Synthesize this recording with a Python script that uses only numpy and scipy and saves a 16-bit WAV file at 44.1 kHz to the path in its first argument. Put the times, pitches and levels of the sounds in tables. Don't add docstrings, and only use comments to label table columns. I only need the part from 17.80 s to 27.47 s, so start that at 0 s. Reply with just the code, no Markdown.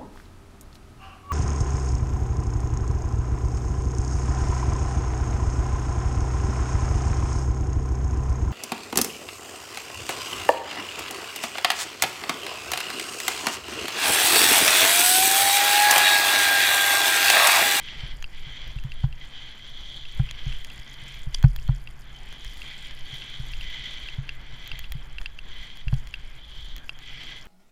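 import sys
import numpy as np
from scipy import signal
from scipy.fft import rfft, irfft
from scipy.io import wavfile
from scipy.ndimage import uniform_filter1d

SR = 44100
rng = np.random.default_rng(int(sys.argv[2]) if len(sys.argv) > 2 else 0)


def convert_level_to_amplitude(level_db):
    exponent = np.asarray(level_db, float) / 20
    return 10 ** exponent


def master(y):
    cut = np.clip(np.atleast_2d(y).T, -1, 1)
    pcm = np.round(cut * 32767)
    wavfile.write(sys.argv[1], SR, pcm.astype(np.int16))


N = 426447

# pitch_hz, level_db (per Hz)
BUFFET_SPECTRUM = [(6, 16.5), (14, 16), (30, 5), (48, 4), (70, -7.5), (110, -28), (250, -57)]
# start_s, length_s, level_db
GUSTS = [(0.175, 0.51, -38.5), (0.845, .55, -37.5), (1.507, 0.16, -49), (1.906, 0.16, -42.5),
         (2.252, 0.25, -36.5), (2.62, 0.21, -33.5), (3.42, 0.27, -33.5), (3.704, 0.21, -34),
         (4.0, .18, -44), (4.392, .14, -45), (4.68, 0.15, -45), (5.073, 0.21, -39.5), (5.62, 0.28, -35.5),
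         (5.99, 0.85, -43), (6.9, 0.32, -37.5), (7.348, 0.097, -35), (7.548, 0.29, -40.5),
         (8.046, 0.17, -33.5), (8.304, 0.23, -43), (8.74, .3, -40.5), (9.134, .24, -48)]
# start_s, length_s, pitch_hz, level_db
CREAKS = [
    (1.65, .04, 3250, -46),
    (3.93, .03, 1550, -53),
    (4.3, .2, 800, -59),
    (4.345, .045, 3100, -48),
    (5.24, .05, 4500, -56),
    (7.47, .12, 1650, -61),
    (8.33, .08, 1600, -58),
    (8.615, .04, 3450, -50),
    (8.99, .1, 1620, -57),
    (9.12, .08, 3200, -54),
]
# start_s, peak_db
TICKS = [(0.086, -31), (0.4424, -26.5), (0.987, -35.5), (1.1195, -31), (1.3268, -37), (2.2532, -34),
         (2.49, -35), (2.7254, -32.5), (2.9022, -34.5), (3.788, -38), (4.074, -32.5), (4.8186, -30.5),
         (5.421, -35), (5.7358, -30), (5.8106, -29.5), (6.2872, -27), (6.4923, -22.5), (6.9166, -25),
         (7.0424, -33), (7.3842, -26.5), (7.4597, -22.5), (7.5892, -29.5), (8.082, -28), (8.3407, -22.5),
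         (9.0937, -22)]
# pitch_hz, level_db, t60_s
LATCH_MODES = [(1630, -11, 0.0073), (1930, -19, 0.014), (2733, 2, 0.015), (3180, -12.5, 0.033),
               (3970, -19, 0.017), (4790, -13.5, 0.018), (6300, -31, 0.0068), (9500, -20.5, 0.0025),
               (13000, -31, 0.0036)]
# start_s, top_db, tap_hz, shell_db
GRAINS = [(0.4254, -43, 11100, -44), (0.8773, -43, 13400, -55), (1.038, -43, 13000, -51.5),
          (2.5109, -35, 9900, -40.5), (2.847, -37, 9500, -43.5), (2.998, -50, 9170, -53),
          (3.1413, -44, 9000, -53), (3.3425, -43, 13000, -49), (3.392, -43, 9110, -60),
          (3.6273, -30, 14900, -44.5), (3.762, -31.5, 14900, -45.5), (3.878, -45, 13000, -52),
          (4.5264, -41, 9090, -51), (4.6473, -38, 9080, -50), (4.7713, -40, 12800, -52),
          (5.0713, -40, 9100, -58), (5.1098, -49, 10500, -50), (5.3435, -41, 9500, -51),
          (5.7173, -42, 9700, -55), (6.0577, -46, 9200, -54), (6.8757, -36, 14300, -48),
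          (6.9917, -27, 14500, -43.5), (7.121, -27, 14800, -42), (7.4147, -45, 9420, -47.5),
          (7.972, -44, 11400, -54), (8.1403, -45, 11200, -47.5), (8.272, -42, 9690, -48),
          (8.964, -33, 14900, -49), (8.981, -44, 14800, -48), (9.189, -45, 14600, -51)]
# pitch_hz, level_db, t60_s
SHELL_MODES = [(4700, 3.5, 0.0039), (5740, -1.5, 0.0073), (6550, -3.5, 0.01), (6780, 5, 0.003)]
# pitch_hz, level_db, t60_s
SHELL_TOP_MODES = [(9500, -9.5, 0.0017), (11200, -19.5, 0.0036), (13200, -9, 0.0037), (15800, -11, .003)]
# pitch_hz, level_db, t60_s
BODY_MODES = [(1820, -11.5, 0.012), (2440, -1, 0.0017), (3290, -8, 0.017), (4100, -14, 0.012)]
LUMP_S = np.array([3.5445, 3.5467])
LUMP_DB = np.array([-30, -25])
# pitch_hz, level_db, t60_s
LUMP_MODES = [(1050, -8, .008), (2430, -6, .008), (3260, 9.5, 0.0073), (4800, 7.5, 0.0083),
              (5780, 7.5, 0.0056), (6700, -8, 0.0067), (7400, -2, 0.0038), (9500, 5.5, 0.0014),
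              (10500, -19, 0.0041)]
# start_s, mount_ring_db, helmet_sway_db
BUMPS = [(0.23, -25, -35), (0.328, -36, -40), (0.665, -31, -66), (0.862, -38, -34.5), (0.958, -24.5, -31.5),
         (1.045, -19, -38), (1.237, -7.5, -25), (2.395, -7, -25), (2.662, -18.5, -30.5),
         (2.985, -35.5, -42.5), (3.223, -32.5, -64), (3.466, -22.5, -35.5), (3.64, 2, -15),
         (3.889, -6.5, -22), (4.655, -52, -35.5), (5.327, -31, -58), (5.595, -24, -35),
         (6.382, -17.5, -35.5), (6.728, -32.5, -57), (6.928, -31.5, -43), (7.148, -23, -50),
         (8.067, -21, -25.5), (8.126, -8, -26)]
# pitch_hz, level_db, t60_s
KNOCK_MODES = [(300, 1.5, 0.017), (613, -17.5, 0.014), (791, 0, 0.037), (1010, -0.5, 0.019),
               (1475, 2, 0.013), (1750, -5, 0.015), (2110, -13, 0.0092), (4360, -1.5, 0.011)]
# start_s, level_db
SPRAY_FLOW = [(0.0, -73), (0.54, -75.5), (0.91, -72.5), (1.43, -74), (2.15, -72.5), (2.64, -67),
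              (2.96, -68.5), (3.26, -67.5), (4.25, -72), (4.87, -68), (6.08, -69), (6.57, -76),
              (7.76, -74.5), (8.27, -72), (8.51, -75.5), (9.67, -70)]
# pitch_hz, level_db (per Hz)
SPRAY_SPECTRUM = [(3200, -34), (4500, -7.5), (6000, -15.5), (7200, -9.5), (7900, -18), (8600, -15.5),
                  (9500, -15), (12000, -16), (15100, -18), (15500, -30), (16400, -50)]
# pitch_hz, level_db (per Hz)
SWISH_SPECTRUM = [(88, -4), (150, -4.5), (216, -7), (504, -14), (789, -12.5), (1390, -13.5), (1600, -11),
                  (1860, -12), (2020, -14), (2500, -16.5), (3250, -24), (5500, -120)]
# start_s, length_s, edge_db, crest (share of length 0-1), base_over_edge_db
STROKES = [(-.15, 0.48, -42, 0.79, -3), (0.548, 0.41, -44, 0.62, -3.5), (0.978, 0.28, -51, 1, -7),
           (1.396, 0.086, -47, 0.35, -1.5), (1.516, 0.28, -43, 0.17, -6), (1.768, 0.56, -43, .7, -10.5),
           (2.31, 0.29, -48.5, .6, -1.5), (2.57, 0.24, -42.5, 0.05, -3.5), (2.865, 0.32, -53, 0.1, 1),
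           (3.074, 0.37, -46, 0.44, -2), (3.52, 0.13, -52.5, 0.04, 0.5), (3.813, 0.12, -52.5, 0.9, -5),
           (4.25, 0.28, -52.5, 0.8, -2), (4.492, 0.39, -46, 0.26, -5), (4.824, 0.36, -43, 0.28, -3.5),
           (5.237, 0.49, -42, 0.52, -4.5), (5.752, 0.6, -39.5, 0.46, -4.5), (6.38, 0.35, -53.5, 0.3, 1),
           (6.651, 0.41, -46, 0.66, -2.5), (7.08, 0.64, -57.5, 0, -2), (7.643, 0.37, -45.5, 0.5, -4),
           (8.07, 0.54, -55, 1, -0.5), (8.615, 0.38, -46.5, 0.6, -13), (9.228, 0.38, -41, 0.64, -4)]
# pitch_hz, width_hz, level_db
EDGE_PEAKS = [(3058, 200, 1), (3325, 292, 2.5), (4390, 970, -15.5), (5890, 430, -18), (7280, 1000, -32)]
# pitch_hz, width_hz, level_db
BASE_PEAKS = [(1631, 143, -9), (2004, 88, 0), (2357, 420, -6.5)]


def rms_one(x):
    return x / np.sqrt(np.mean(x ** 2) + 1e-20)


def drift(rate):
    r = np.exp(-80 * np.pi * rate / SR)
    slow = signal.lfilter([1], [1, -2 * r, r * r], rng.standard_normal(N // 40 + 2002))
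    slow = rms_one(slow[2000:])
    return np.interp(np.arange(N) / 40, np.arange(len(slow)), slow)


def colour(x, spectrum):
    hz, level_db = np.transpose(spectrum)
    grid = np.maximum(np.arange(N // 2 + 1) * SR / N, 1)
    gain = convert_level_to_amplitude(np.interp(np.log(grid), np.log(hz), level_db))
    return rms_one(irfft(rfft(x) * gain, N))


def band(x, low_hz, high_hz):
    return signal.sosfilt(signal.butter(2, [low_hz, high_hz], "band", fs=SR, output="sos"), x)


def ring(x, hz, t60):
    r, w = convert_level_to_amplitude(-60 / (t60 * SR)), 2 * np.pi * hz / SR
    return signal.lfilter([0, np.sin(w)], [1, -2 * r * np.cos(w), r * r], x + 1e-18)


def resonate(x, hz, width_hz):
    r = np.exp(-np.pi * width_hz / SR)
    top = (1 - r * r) / 2
    return signal.lfilter([top, 0, -top], [1, -2 * r * np.cos(2 * np.pi * hz / SR), r * r], x)


def clicks(times, heights):
    out = np.zeros(N)
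    out[np.clip(np.round(np.asarray(times) * SR).astype(int), 0, N - 1)] = heights
    return out


def strike(times, peak_db, modes, scatter_db, touch_s):
    shape = (len(times), len(modes))
    own = convert_level_to_amplitude(scatter_db * rng.standard_normal(shape)) * rng.choice([-1, 1], shape)
    swell = 2 * (1 - convert_level_to_amplitude(-60 / (touch_s * SR)))
    out = np.zeros(N)
    for k, (hz, level_db, t60) in enumerate(modes):
        hits = clicks(times, swell * convert_level_to_amplitude(peak_db + level_db) * own[:, k])
        contact = ring(hits, hz, touch_s)
        out += ring(contact, hz, t60)
    return out


def puff(times, peak_db, t60, low_hz, high_hz):
    fade = signal.lfilter([1], [1, -convert_level_to_amplitude(-60 / (t60 * SR))], clicks(times, convert_level_to_amplitude(peak_db)))
    return band(fade * rng.standard_normal(N), low_hz, high_hz)


def crystals(per_s, spread_db):
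    sizes = convert_level_to_amplitude(spread_db * np.minimum(rng.exponential(1, N), 4)) * rng.choice([-1, 1], N)
    return rms_one(sizes * (rng.random(N) < per_s / SR))


def swells(start, length, peak_db, crest, sag_db, rise_db_per_s, fade_db_per_s, rest_db):
    time = np.arange(0, N, 64) / SR
    columns = start, length, peak_db, np.clip(crest, .05, .95)
    start, length, peak_db, crest = [np.reshape(c, (-1, 1)) for c in columns]
    share = np.clip((time - start) / length, 0, 1)
    away = np.where(share < crest, (crest - share) / crest, (share - crest) / (1 - crest))
    before_db = rise_db_per_s * np.maximum(start - time, 0)
    after_db = fade_db_per_s * np.maximum(time - start - length, 0)
    power = convert_level_to_amplitude(peak_db - sag_db * away ** 2 - before_db - after_db) ** 2
    level_db = 10 * np.log10(power.sum(axis=0) + convert_level_to_amplitude(rest_db) ** 2)
    return np.interp(np.arange(N) / SR, time, level_db)


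def buffeting():
    level_db = swells(*np.transpose(GUSTS), crest=0.76, sag_db=6.5,
                      rise_db_per_s=86, fade_db_per_s=86, rest_db=-48.5)
    push = colour(rng.standard_normal(N), BUFFET_SPECTRUM)
    swing = np.sqrt(uniform_filter1d(push ** 2, size=6000) + .05)
    return convert_level_to_amplitude(level_db + 7.0) * rms_one(push / swing ** 0.95)


def strap():
    time, rub = np.arange(N) / SR, rng.standard_normal(N)
    out = np.zeros(N)
    for s, length, hz, level_db in CREAKS:
        creak = rms_one(resonate(resonate(rub, hz, 110), hz, 160))
        arch = np.sin(np.pi * np.clip((time - s) / length, 0, 1))
        out += convert_level_to_amplitude(level_db) * creak * arch
    return out


def latch():
    s, peak_db = np.transpose(TICKS)
    tick = strike(s - .0004, peak_db + 1.35, LATCH_MODES, scatter_db=0.2, touch_s=0.0013)
    snap = puff(s, peak_db - 7.5, 0.011, 2000, 4700)
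    return band(tick, 670, 15000) + snap


def ice_grains():
    s, top_db, tap_hz, shell_db = np.transpose(GRAINS)
    top = strike(s, top_db + 5.0, SHELL_TOP_MODES, scatter_db=3.2, touch_s=0.0017)
    after = np.arange(256) / SR
    rounded = np.sin(np.pi * after / after[-1]) ** 0.31
    for start, level_db, hz in zip(s, top_db, tap_hz):
        at = round(start * SR)
        fade = convert_level_to_amplitude(level_db + 2.5 - 60 * after / 0.0044)
        top[at:at + 256] += fade * rounded * np.sin(2 * np.pi * hz * after)
    shell = strike(s, shell_db + 4.0, SHELL_MODES, scatter_db=1.5, touch_s=0.00046)
    cavity_db = shell_db + 11.5
    cavity = strike(s, cavity_db + 8.0, BODY_MODES, scatter_db=-1.1, touch_s=0.00052)
    return band(top, 8000, 21000) + band(shell, 4000, 10600) + band(cavity, 620, 4500)


def ice_lump():
    return strike(LUMP_S, LUMP_DB, LUMP_MODES, scatter_db=0, touch_s=.0025)


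def tremor(press_db):
    s, ring_db, _ = np.transpose(BUMPS)
    aftershake_db, aftershake_t60_s = -38.5, 0.5
    keep = convert_level_to_amplitude(-60 / (aftershake_t60_s * SR))
    after = signal.lfilter([1], [1, -keep], clicks(s, convert_level_to_amplitude(ring_db + aftershake_db)))
    return 20 * np.log10(after + convert_level_to_amplitude(-58 + 0.2 * press_db))


def mount(tremor_db):
    mount_hz, sway_hz, cushion_hz = 130.8, 39.5, 182
    s, ring_db, sway_db = np.transpose(BUMPS)
    start = s - .0006
    sway = ring(clicks(start, convert_level_to_amplitude(sway_db + 7.0)), sway_hz, 0.27)
    thump = sway - ring(clicks(start, convert_level_to_amplitude(ring_db - 1.5)), mount_hz, 0.097)
    jolts = ring(rng.standard_normal(N) * convert_level_to_amplitude(0.65 * drift(7.7)), mount_hz, 0.22)
    shake = thump + convert_level_to_amplitude(tremor_db + 2.04) * rms_one(jolts)
    soft = signal.butter(5, cushion_hz, fs=SR, output="sos")
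    knock_db = -37 + 1.2 * ring_db
    knock = strike(s - .0015, knock_db + 4.5, KNOCK_MODES, scatter_db=-0.7, touch_s=0.0045)
    knock += strike(s + 0.00314, knock_db + 8.0, KNOCK_MODES[:-1], scatter_db=0.0, touch_s=0.0042)
    crunch = puff(s + 0.0012, knock_db + 12, 0.039, 500, 2300)
    return signal.sosfilt(soft, shake) + band(knock, 245, 5400) + crunch


def spray():
    level_db = np.interp(np.arange(N) / SR, *np.transpose(SPRAY_FLOW))
    grains = crystals(520 * convert_level_to_amplitude(4.1 * drift(7)), spread_db=4.4)
    pitches, dealt = np.geomspace(4800, 14500, 9), rng.integers(0, 9, N)
    crackle = sum(ring(grains * (dealt == k), hz, 22.0 / hz) for k, hz in enumerate(pitches))
    patter = rms_one(band(crackle + 1.3 * grains, 3950, 17000))
    thin = rng.standard_normal(N) * convert_level_to_amplitude(0.98 * drift(25))
    powder = colour(0.44 * thin + patter, SPRAY_SPECTRUM)
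    top = signal.cheby2(10, 45, 16300, fs=SR, output="sos")
    return convert_level_to_amplitude(level_db + 8.5) * signal.sosfilt(top, powder)


def swish(press_db):
    level_db = -58 + 0.22 * press_db + 4.5 + 1.42 * drift(13.3)
    return convert_level_to_amplitude(level_db) * colour(rng.standard_normal(N), SWISH_SPECTRUM)


def stroke_levels():
    s, length, edge_db, crest, base_over_edge_db = np.transpose(STROKES)
    motion = dict(sag_db=6.5, rise_db_per_s=260, fade_db_per_s=218, rest_db=-62)
    carve_db = swells(s, length, edge_db, crest, **motion)
    flat_db = swells(s, length, edge_db + base_over_edge_db, crest, **motion)
    return carve_db, flat_db


def housing(source, peaks):
    out = np.zeros(N)
    for k, (hz, width_hz, top_db) in enumerate(peaks):
        out += (-1) ** k * resonate(source, hz, width_hz) * convert_level_to_amplitude(top_db + 0.8 * drift(2.9))
    return out


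def hiss(edge_db, base_db):
    source = rng.standard_normal(N) + 0.41 * crystals(1700, spread_db=12.5)
    source = source * convert_level_to_amplitude(1.15 * drift(10) + 0.87 * drift(68))
    edge = rms_one(band(housing(source, EDGE_PEAKS), 2060, 10300))
    base = rms_one(band(housing(source, BASE_PEAKS), 830, 3700))
    return convert_level_to_amplitude(edge_db - 0.01) * edge - convert_level_to_amplitude(base_db - 1.05) * base


def scene():
    carve_db, flat_db = stroke_levels()
    press_db = flat_db - flat_db.mean()
    wind_and_strap = buffeting() + strap()
    hits = latch() + ice_grains() + ice_lump() + mount(tremor(press_db))
    snow = spray() + swish(press_db) + hiss(carve_db, flat_db)
    return (wind_and_strap + hits + snow)[None]


def top_cut(x):
    return signal.sosfilt(signal.butter(12, 15450, fs=SR, output="sos"), x)


def record(dry):
    heard = signal.sosfilt(signal.butter(8, 16100, fs=SR, output="sos"), dry)
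    return top_cut(np.clip(heard, -1, 1))


dry = scene()
out = record(dry)
master(out)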